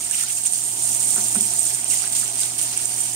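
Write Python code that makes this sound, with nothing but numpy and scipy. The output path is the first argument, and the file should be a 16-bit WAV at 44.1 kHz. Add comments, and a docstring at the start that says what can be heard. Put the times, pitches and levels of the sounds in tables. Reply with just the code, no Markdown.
"""Fizzing, splashing tap water is heard first: hands are washed over a steel basin, each rub swelling the spray.
Short blips make the spray and drops, and sines rising in pitch make the bubbles.
The tap arm is swung and the basin knocked twice: fading sines ring the steel, with bursts of noise for clatter.
Low noise and a sine make the rumble and an appliance's hum. Two small microphone ports shape it all;
the right one is open to the spray."""
import sys
import numpy as np
from scipy import signal
from scipy.io import wavfile

SR = 44100
rng = np.random.default_rng(int(sys.argv[2]) if len(sys.argv) > 2 else 0)


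def dump(signal):
    """Clip the signal to [-1, 1] and save it as 16-bit WAV at the path in sys.argv[1]."""
    limited = np.clip(np.atleast_2d(signal).T, -1, 1)
    pcm = np.round(limited * 32767).astype(np.int16)
    wavfile.write(sys.argv[1], SR, pcm)


N = 138915  # length in samples

# All levels in the tables are relative: the functions trim, filter or balance them further.
# Rumble of the stream and room air, by pitch: pitch_hz, level_db (per Hz)
RUMBLE_SPECTRUM = [(15, -60), (25, -39), (41, -24), (54, -16), (65, -7.5), (80, -17), (100, -16),
                   (135, -9.5), (167, -12.5), (220, -9), (300, -9), (400, -9), (470, -19), (510, -28),
                   (560, -17), (694, -5), (800, -10), (933, -9), (1070, -16.5), (1600, -23.5),
                   (3000, -27.5)]
# Loudness of the rumble over time: time_s, level_db
RUMBLE_LEVEL = [(0.0, -47), (0.46, -48), (0.9, -42.5), (1.18, -42), (1.3, -42), (1.65, -43.5), (2.6, -44),
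                (3.15, -44.5)]
# How alike the rumble is at the two ports: pitch_hz, likeness (1 = identical)
LEFT_RIGHT_LIKENESS = [(60, 0.96), (130, 0.92), (290, 0.93), (640, 0.74), (1410, 0.17), (3100, 1),
                       (6820, 0.14), (15000, 0.05)]
# Slow changes in the appliance's hum: time_s, level_db
HUM_SWELL = [(0, -5), (.65, -3), (.85, 1.5), (3.15, -0.4)]
# Ringing notes of the steel basin: pitch_hz, level_db, time_to_fall_60_db_s
BASIN_NOTES = [(189, -7, 0.25), (212.5, -0.5, 0.35), (232, -3.5, 0.26), (291, -14, .2), (348, -15, 0.18),
               (393, -4.5, 0.26), (607, -14, 0.086), (707, -12.5, 0.21), (790, -27, 0.047),
               (920, -22, 0.11), (1060, -18.5, 0.063), (1353, -18, 0.055), (1500, -23.5, .09)]
# Knocks on the basin: start_s, level_db, brightness_db_per_octave, blow_length_s, clatter_db
KNOCKS = [(1.163, -50, 11, 0.0023, -44), (1.176, -41, 9, 0.006, -38), (1.191, -42, 2, 0.01, -39),
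          (1.353, -47, 12, 0.003, -46), (1.358, -26.5, -5, 0.014, -60)]
# Clear bubbles: start_s, level_db, pitch_hz, time_to_fall_60_db_s, rise_per_s (as a share of the pitch)
BUBBLES = [(.113, -28, 1500, 0.017, 40), (.132, -27.5, 2770, 0.037, 5), (.144, -17, 2060, 0.015, 103),
           (.195, -25, 2930, .02, 5), (.234, -36, 1330, 0.056, 5.4), (.278, -30, 2970, 0.023, 5),
           (.371, -29, 2390, 0.026, 31), (.46, -25, 3180, 0.016, 33), (1.861, -23, 2700, .01, 40),
           (1.906, -21, 2700, 0.019, 10), (1.936, -26, 1940, 0.022, 15), (2.04, -19, 1230, 0.012, 120),
           (2.067, -20, 1500, 0.013, 120), (2.23, -21.5, 1350, 0.012, 120), (2.432, -8, 3100, 0.0078, 130),
           (2.582, -23, 2800, .006, 120)]
# Strength of the spray as the hands rub: time_s, fizz_db, slosh_db
SPRAY = [(0.0, -28, -42), (0.1, -29, -45), (0.12, -27, -40), (0.14, -24, -38), (0.24, -25, -39),
         (0.27, -31, -41), (0.31, -24, -40), (0.35, -25, -47), (0.38, -25, -40), (0.4, -28, -47),
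         (0.43, -30, -44), (0.44, -26, -45), (0.46, -22, -39), (0.48, -26, -45), (0.52, -25, -47),
         (0.54, -24, -40), (0.6, -26, -47), (0.78, -27, -44), (0.83, -23, -43), (0.95, -22, -42),
         (0.98, -26, -44), (1.0, -22, -43), (1.23, -23, -41), (1.34, -24, -43), (1.36, -22, -40),
         (1.39, -25, -43), (1.41, -22, -42), (1.45, -24, -42), (1.6, -23, -43), (1.61, -24, -44),
         (1.67, -22, -41), (1.83, -30, -44), (1.86, -30, -41), (1.88, -27, -45), (1.91, -20, -36),
         (1.99, -24, -40), (2.06, -27, -39), (2.09, -31, -45), (2.115, -29, -43), (2.125, -21, -40),
         (2.14, -27, -40), (2.16, -21, -36), (2.19, -21, -41), (2.23, -27, -39), (2.33, -30, -43),
         (2.385, -27, -41), (2.41, -22, -37), (2.5, -30, -42), (2.575, -30, -45), (2.59, -22, -36),
         (2.6, -26, -39), (2.62, -22, -41), (2.67, -28, -41), (2.76, -28, -39), (2.85, -28, -42),
         (2.88, -28, -43), (3.03, -26, -42), (3.15, -29, -44)]
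# Single big drops: start_s, level_db, pitch_hz, splat_db (relative to the drop)
DROPS = [(0.0199, -23, 8400, -12), (0.0608, -19, 8560, -12), (0.111, -6.5, 8700, -6),
         (0.1361, -14, 8300, -19), (0.1524, -12, 8390, -19), (0.2106, -12, 8260, -5),
         (0.2249, -12, 8800, -18), (0.2843, -15, 9280, -15), (0.301, -13.5, 8420, -15),
         (0.3491, -19, 8500, -15), (0.3621, -16, 8550, -16), (0.4354, -10.5, 8240, -16),
         (0.454, -12, 8360, -16), (0.4589, -7, 8550, -20), (0.5237, -14, 8660, -17),
         (0.5354, -6.5, 8870, -22), (0.61, -14, 9050, -16), (0.638, -13, 8400, -15),
         (0.7088, -18, 8570, -11), (0.7367, -15, 8240, -6), (0.7921, -18.5, 8800, -1),
         (0.8245, -17, 8890, -15), (0.8355, -11.5, 9040, -12), (0.92, -9.5, 8840, -19),
         (0.9482, -9.5, 8910, -21), (0.995, -12, 8280, -11), (1.047, -11, 9030, -17),
         (1.1054, -11, 8660, -17), (1.15, -11.5, 8500, -17), (1.1605, -6, 8900, -19),
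         (1.3259, -12, 8370, -1), (1.3475, -9, 8900, -18), (1.4082, -2, 9000, -19),
         (1.5364, -13, 9050, -17), (1.5635, -18, 8340, -16), (1.589, -8, 8400, -15),
         (1.5928, -6.5, 8570, -10), (1.6307, -13, 8850, -17), (1.6525, -12, 8850, -19),
         (1.6761, -12, 8490, -19), (1.7474, -14, 8520, -6), (1.8434, -8.5, 8500, -24),
         (1.8806, -14, 8500, -19), (1.8928, -15, 8970, -19), (1.8998, -7, 8100, -12),
         (1.9116, -9, 8230, -12), (2.0188, -14, 8410, -17), (2.0575, -16, 8890, -22),
         (2.0762, -6, 8400, -23), (2.1004, -14, 8790, -16), (2.123, -10, 8800, -19), (2.151, -8, 8470, -15),
         (2.2777, -19, 8590, -15), (2.2987, -18, 8600, -16), (2.3351, -20, 8600, -13),
         (2.355, -17, 8530, -17), (2.378, -19, 8610, -17), (2.393, -11, 8420, -10),
         (2.4039, -10, 8470, -15), (2.5566, -27, 8420, -12), (2.581, -16, 9000, -9),
         (2.585, -14, 8570, -10), (2.6135, -12, 8670, -12), (2.714, -19, 8400, -14),
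         (2.7747, -7.5, 8500, -22), (2.8165, -14, 8850, -15), (2.8557, -8.5, 8700, -2),
         (2.9412, -17, 8790, -10), (3.018, -16.5, 8540, -10), (3.1308, -21, 8600, -16)]
# Tone of the slosh: pitch_hz, level_db
SLOSH_TONE = [(700, -63.5), (1100, -15), (1600, -12.5), (2200, -4), (2800, 1), (3500, -1.5), (4500, 2),
              (6000, -2), (9000, -45.5)]
# Treble ringing shared by both microphone ports: pitch_hz, gain_db
PORT_RING = [(4500, 0.78), (5500, 6.2), (6500, 15.3), (6900, 16), (7250, 21.2), (7750, 16), (8300, 28.2),
             (8900, 28.7), (9500, 19.7), (10500, 15.6), (11300, 12.1), (13000, 9.4), (15700, 9.5)]
# Extra change of tone at the left port, mostly duller: pitch_hz, gain_db
LEFT_SHADE = [(4500, 0), (5500, -1), (6500, -2), (7200, 1), (7800, -5), (8300, -12), (8900, -14),
              (9500, -8), (10500, -7), (11300, -9), (11900, -20), (12600, -17), (15600, -19)]

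HUM_HZ, HUM_DB, HUM_WAVER_DB = 119.7, -49.5, 1.1
CLATTER_T60_S, DRUMMING_DB = 0.088, -61.5
FAINT_BUBBLES_PER_S, FAINT_BUBBLE_DB, FAINT_BUBBLE_RISE_PER_S = 140, -9, 8
FIZZ_TICKS_PER_S, FIZZ_SPREAD_DB, FIZZ_TURNS = 5000, 5, 4.38
FIZZ_LOW_HZ, FIZZ_HIGH_HZ = 3514, 15340
FIZZ_FROM_HZ, FIZZ_DB = 3300, -16
SLOSH_TICKS_PER_S, SLOSH_SPREAD_DB, SLOSH_TURNS = 1800, 1, 4.7
SLOSH_LOW_HZ, SLOSH_HIGH_HZ, SLOSH_DB = 857, 7144, 1
TICK_TILT_DB_PER_OCTAVE, LARGEST_TICK = -2, 2.86  # the second caps the random size, before the spread
MIST_DB, MIST_FOLLOW = -48.5, 0.7  # follow: share of the spray's dB changes
DROP_DB, DROP_TURNS, DROP_ECHO_DB = -11, 19, -8
SPLAT_HZ, SPLAT_TURNS, SPLAT_DB = 6300, 6, -7.5
DIRECT_DB, TAIL_T60_S = -2.5, 0.086
CEILING, EDGE_HZ = 0.9, 15760  # overload ceiling (1 = full scale), top of the treble


def amp(db):
    """Turn decibels into a plain multiplier."""
    return 10 ** (np.asarray(db) / 20)


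def evened(x):
    """Scale a sound to an average (RMS) strength of 1."""
    return x / np.sqrt(np.mean(x ** 2) + 1e-20)


def read(points, hz):
    """Read a table of pitch and value at any pitch, on a logarithmic scale."""
    f, value = np.transpose(points)
    return np.interp(np.log(hz + 1), np.log(f + 1), value)


def curve(table, column):
    """Join a table's points in time into one value per sample."""
    rows = np.array(table)
    return np.interp(np.arange(N) / SR, rows[:, 0], rows[:, column])


def add(mix, s, sound):
    """Lay a short sound into the mix at a time in seconds."""
    part = mix[..., round(s * SR):][..., :sound.shape[-1]]
    part += sound[..., :part.shape[-1]]


def colour(x, points):
    """Change the tone to follow a table of pitch and dB, with no sound ahead of its cause."""
    hz = abs(np.fft.fftfreq(8192, 1 / SR))
    log_gain = np.log(amp(read(points, hz)))
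    taps = np.fft.ifft(np.exp(np.conj(signal.hilbert(log_gain)))).real[:2048]
    taps = taps.reshape((1,) * (x.ndim - 1) + (-1,))
    return signal.oaconvolve(x, taps, axes=-1)[..., :N]


def grain(hz, turns):
    """A droplet's blip: a few turns of a sine under a smooth bell, with energy 1."""
    t = np.arange(int(turns / hz * SR) + 2) / SR
    g = np.sin(np.pi * t / t[-1]) ** 2 * np.sin(2 * np.pi * hz * t)
    return g / np.linalg.norm(g)


def ticks(per_s, spread_db, low_hz, high_hz, turns):
    """Random droplets of many sizes, each a short blip at one of 30 pitches; fewer are loud."""
    size = amp(spread_db * np.minimum(rng.exponential(1, N), LARGEST_TICK))
    lands = rng.random(N) < per_s / SR
    hits = size * rng.choice([-1., 1.], N) * lands
    pitches = np.linspace(low_hz, high_hz, num=30)
    kind = np.floor(rng.random(N) * len(pitches))
    out = np.zeros(N)
    for k, hz in enumerate(pitches):
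        blip = amp(TICK_TILT_DB_PER_OCTAVE * np.log2(hz / low_hz)) * grain(hz, turns)
        out += signal.oaconvolve(hits * (kind == k), blip)[:N]
    return evened(out)


def scatter(x):
    """Direct sound plus quick reflections off the basin walls; the water lands in changing places."""
    t = np.arange(4096) / SR
    place = rng.integers(0, 6, N // 64 + 1).repeat(64)[:N]  # a new draw every 64 samples
    out = np.zeros((2, N))
    for k in range(6):
        sparse = rng.random((2, 4096)) < .1
        tail = rng.standard_normal((2, 4096)) * sparse * amp(-60 * t / TAIL_T60_S)
        tail /= np.linalg.norm(tail, axis=1, keepdims=True)
        tail[[0, 1], rng.integers(0, 12, 2)] += amp(DIRECT_DB)  # small delay drawn for each side
        out += signal.oaconvolve((x * (place == k))[None], tail, axes=1)[:, :N]
    return out


def rumble():
    """Low noise of the stream and room air, partly shared between the ports, differing with pitch."""
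    frames, hz = N // 1024 + 5, np.fft.rfftfreq(4096, 1 / SR)
    a, b, c, d = rng.standard_normal((frames, 2049, 4)).T
    same = np.clip(read(LEFT_RIGHT_LIKENESS, hz), -1, 1)[:, None]
    left = a + 1j * b
    right = same * left + np.sqrt(1 - same ** 2) * (c + 1j * d)
    spectra = np.array([left, right]) * amp(read(RUMBLE_SPECTRUM, hz))[:, None]
    noise = signal.istft(spectra, nperseg=4096, noverlap=3072)[1][:, :N]
    return evened(noise) * amp(curve(RUMBLE_LEVEL, 1) + 0.5)


def hum():
    """An appliance's hum: one low sine whose level swells and wavers slowly."""
    waver = evened(signal.resample(rng.standard_normal(30), N))
    level = amp(HUM_DB + HUM_WAVER_DB * waver + curve(HUM_SWELL, 1))
    return np.sqrt(2) * level * np.sin(2 * np.pi * HUM_HZ * np.arange(N) / SR)


def basin_ring(t, tilt_db, blow_s):
    """The steel rings as a sum of fading sines; the tilt makes a blow brighter or duller."""
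    out = np.zeros(len(t))
    for hz, db, t60 in BASIN_NOTES:
        level = amp(db + tilt_db * np.log2(hz / 210) - 60 * t / t60)
        out += level * np.sin(2 * np.pi * hz * (t - blow_s))
    return out


def knocks():
    """Soft blows ring the basin with a short clatter; the stream keeps it faintly humming."""
    out, t = np.zeros(N), np.arange(12000) / SR
    band = signal.butter(2, [600, 3200], "band", fs=SR, output="sos")
    clatter = signal.sosfilt(band, rng.standard_normal((len(KNOCKS), len(t))))
    for (s, level_db, tilt_db, blow_s, clatter_db), noise in zip(KNOCKS, clatter):
        add(out, s, amp(clatter_db - 60 * t / CLATTER_T60_S) * evened(noise))
        blow = np.minimum(t / blow_s, 1)  # fades in over the length of the blow
        add(out, s, amp(level_db) * basin_ring(t, tilt_db, blow_s) * blow)
    drumming = signal.oaconvolve(rng.standard_normal(N), basin_ring(t, 1.8, 0))[:N]
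    return out + amp(DRUMMING_DB) * evened(drumming)


def bubbles():
    """Short sines that rise in pitch: the clear ones, and a scatter of faint ones that follow the slosh."""
    out, t = np.zeros(N), np.arange(3000) / SR
    slosh_db = curve(SPRAY, 2)
    every = list(BUBBLES)
    for a, b, c in rng.random((int(FAINT_BUBBLES_PER_S * N / SR), 3)):
        db = slosh_db[int(a * N)] + FAINT_BUBBLE_DB + 8 * b
        every.append((a * N / SR, db, 1200 * 4 ** c, .04, FAINT_BUBBLE_RISE_PER_S))
    for s, db, hz, t60, rise in every:
        level = amp(db - 60 * t / t60) * np.minimum(t / 0.0032, 1)  # 3.2 ms fade-in
        add(out, s, level * np.sin(2 * np.pi * hz * (t + rise * t ** 2 / 2)))
    return out + amp(-5.0) * scatter(out)


def big_drops():
    """Each big drop is a ringing high blip over a shorter, broader splat; both also echo in the basin."""
    drops = np.zeros((2, N))
    for s, db, hz, splat_db in DROPS:
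        add(drops, s, amp(db + splat_db + SPLAT_DB) * grain(SPLAT_HZ, SPLAT_TURNS))
        add(drops, s, amp(db + DROP_DB) * grain(hz, DROP_TURNS))
    return drops + amp(DROP_ECHO_DB) * scatter(drops.mean(0))


def slosh():
    """The lower wash of the water: many blips shaped in tone, swelling with the rubs."""
    drops = ticks(SLOSH_TICKS_PER_S, SLOSH_SPREAD_DB, SLOSH_LOW_HZ, SLOSH_HIGH_HZ, SLOSH_TURNS)
    wash = evened(colour(drops, SLOSH_TONE))
    return scatter(wash * amp(curve(SPRAY, 2) + SLOSH_DB))


def spray():
    """Tiny droplets fizz as high blips over a mist of noise; both swell with the rubs."""
    spray_db = curve(SPRAY, 1)
    fizz = ticks(FIZZ_TICKS_PER_S, FIZZ_SPREAD_DB, FIZZ_LOW_HZ, FIZZ_HIGH_HZ, FIZZ_TURNS)
    fizz = scatter(fizz * amp(spray_db + FIZZ_DB))
    mist_db = MIST_DB + MIST_FOLLOW * (spray_db - spray_db.mean())
    mist = amp(mist_db) * rng.standard_normal((2, N))
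    high_pass = signal.butter(2, FIZZ_FROM_HZ, "high", fs=SR, output="sos")
    return signal.sosfilt(high_pass, fizz + mist)


def scene():
    """Sum the sounds, from the background to the spray."""
    return rumble() + hum() + knocks() + bubbles() + big_drops() + slosh() + spray()


def record(dry):
    """Each port rings near 8.5 kHz in its own way; loud peaks overload softly; then the top treble is cut."""
    left = colour(colour(dry[0], LEFT_SHADE), PORT_RING)
    right = colour(dry[1], PORT_RING)
    ports = np.array([left, right])
    # Above half the ceiling, peaks bend smoothly towards it.
    knee = CEILING / 2
    bent = np.sign(ports) * knee * (1 + np.tanh(abs(ports) / knee - 1))
    ports = np.where(abs(ports) < knee, ports, bent)
    low_pass = signal.firwin(2047, EDGE_HZ, window=("kaiser", 10), fs=SR)
    return signal.oaconvolve(ports, low_pass[None], "same")


dry = scene()
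out = record(dry)
dump(out)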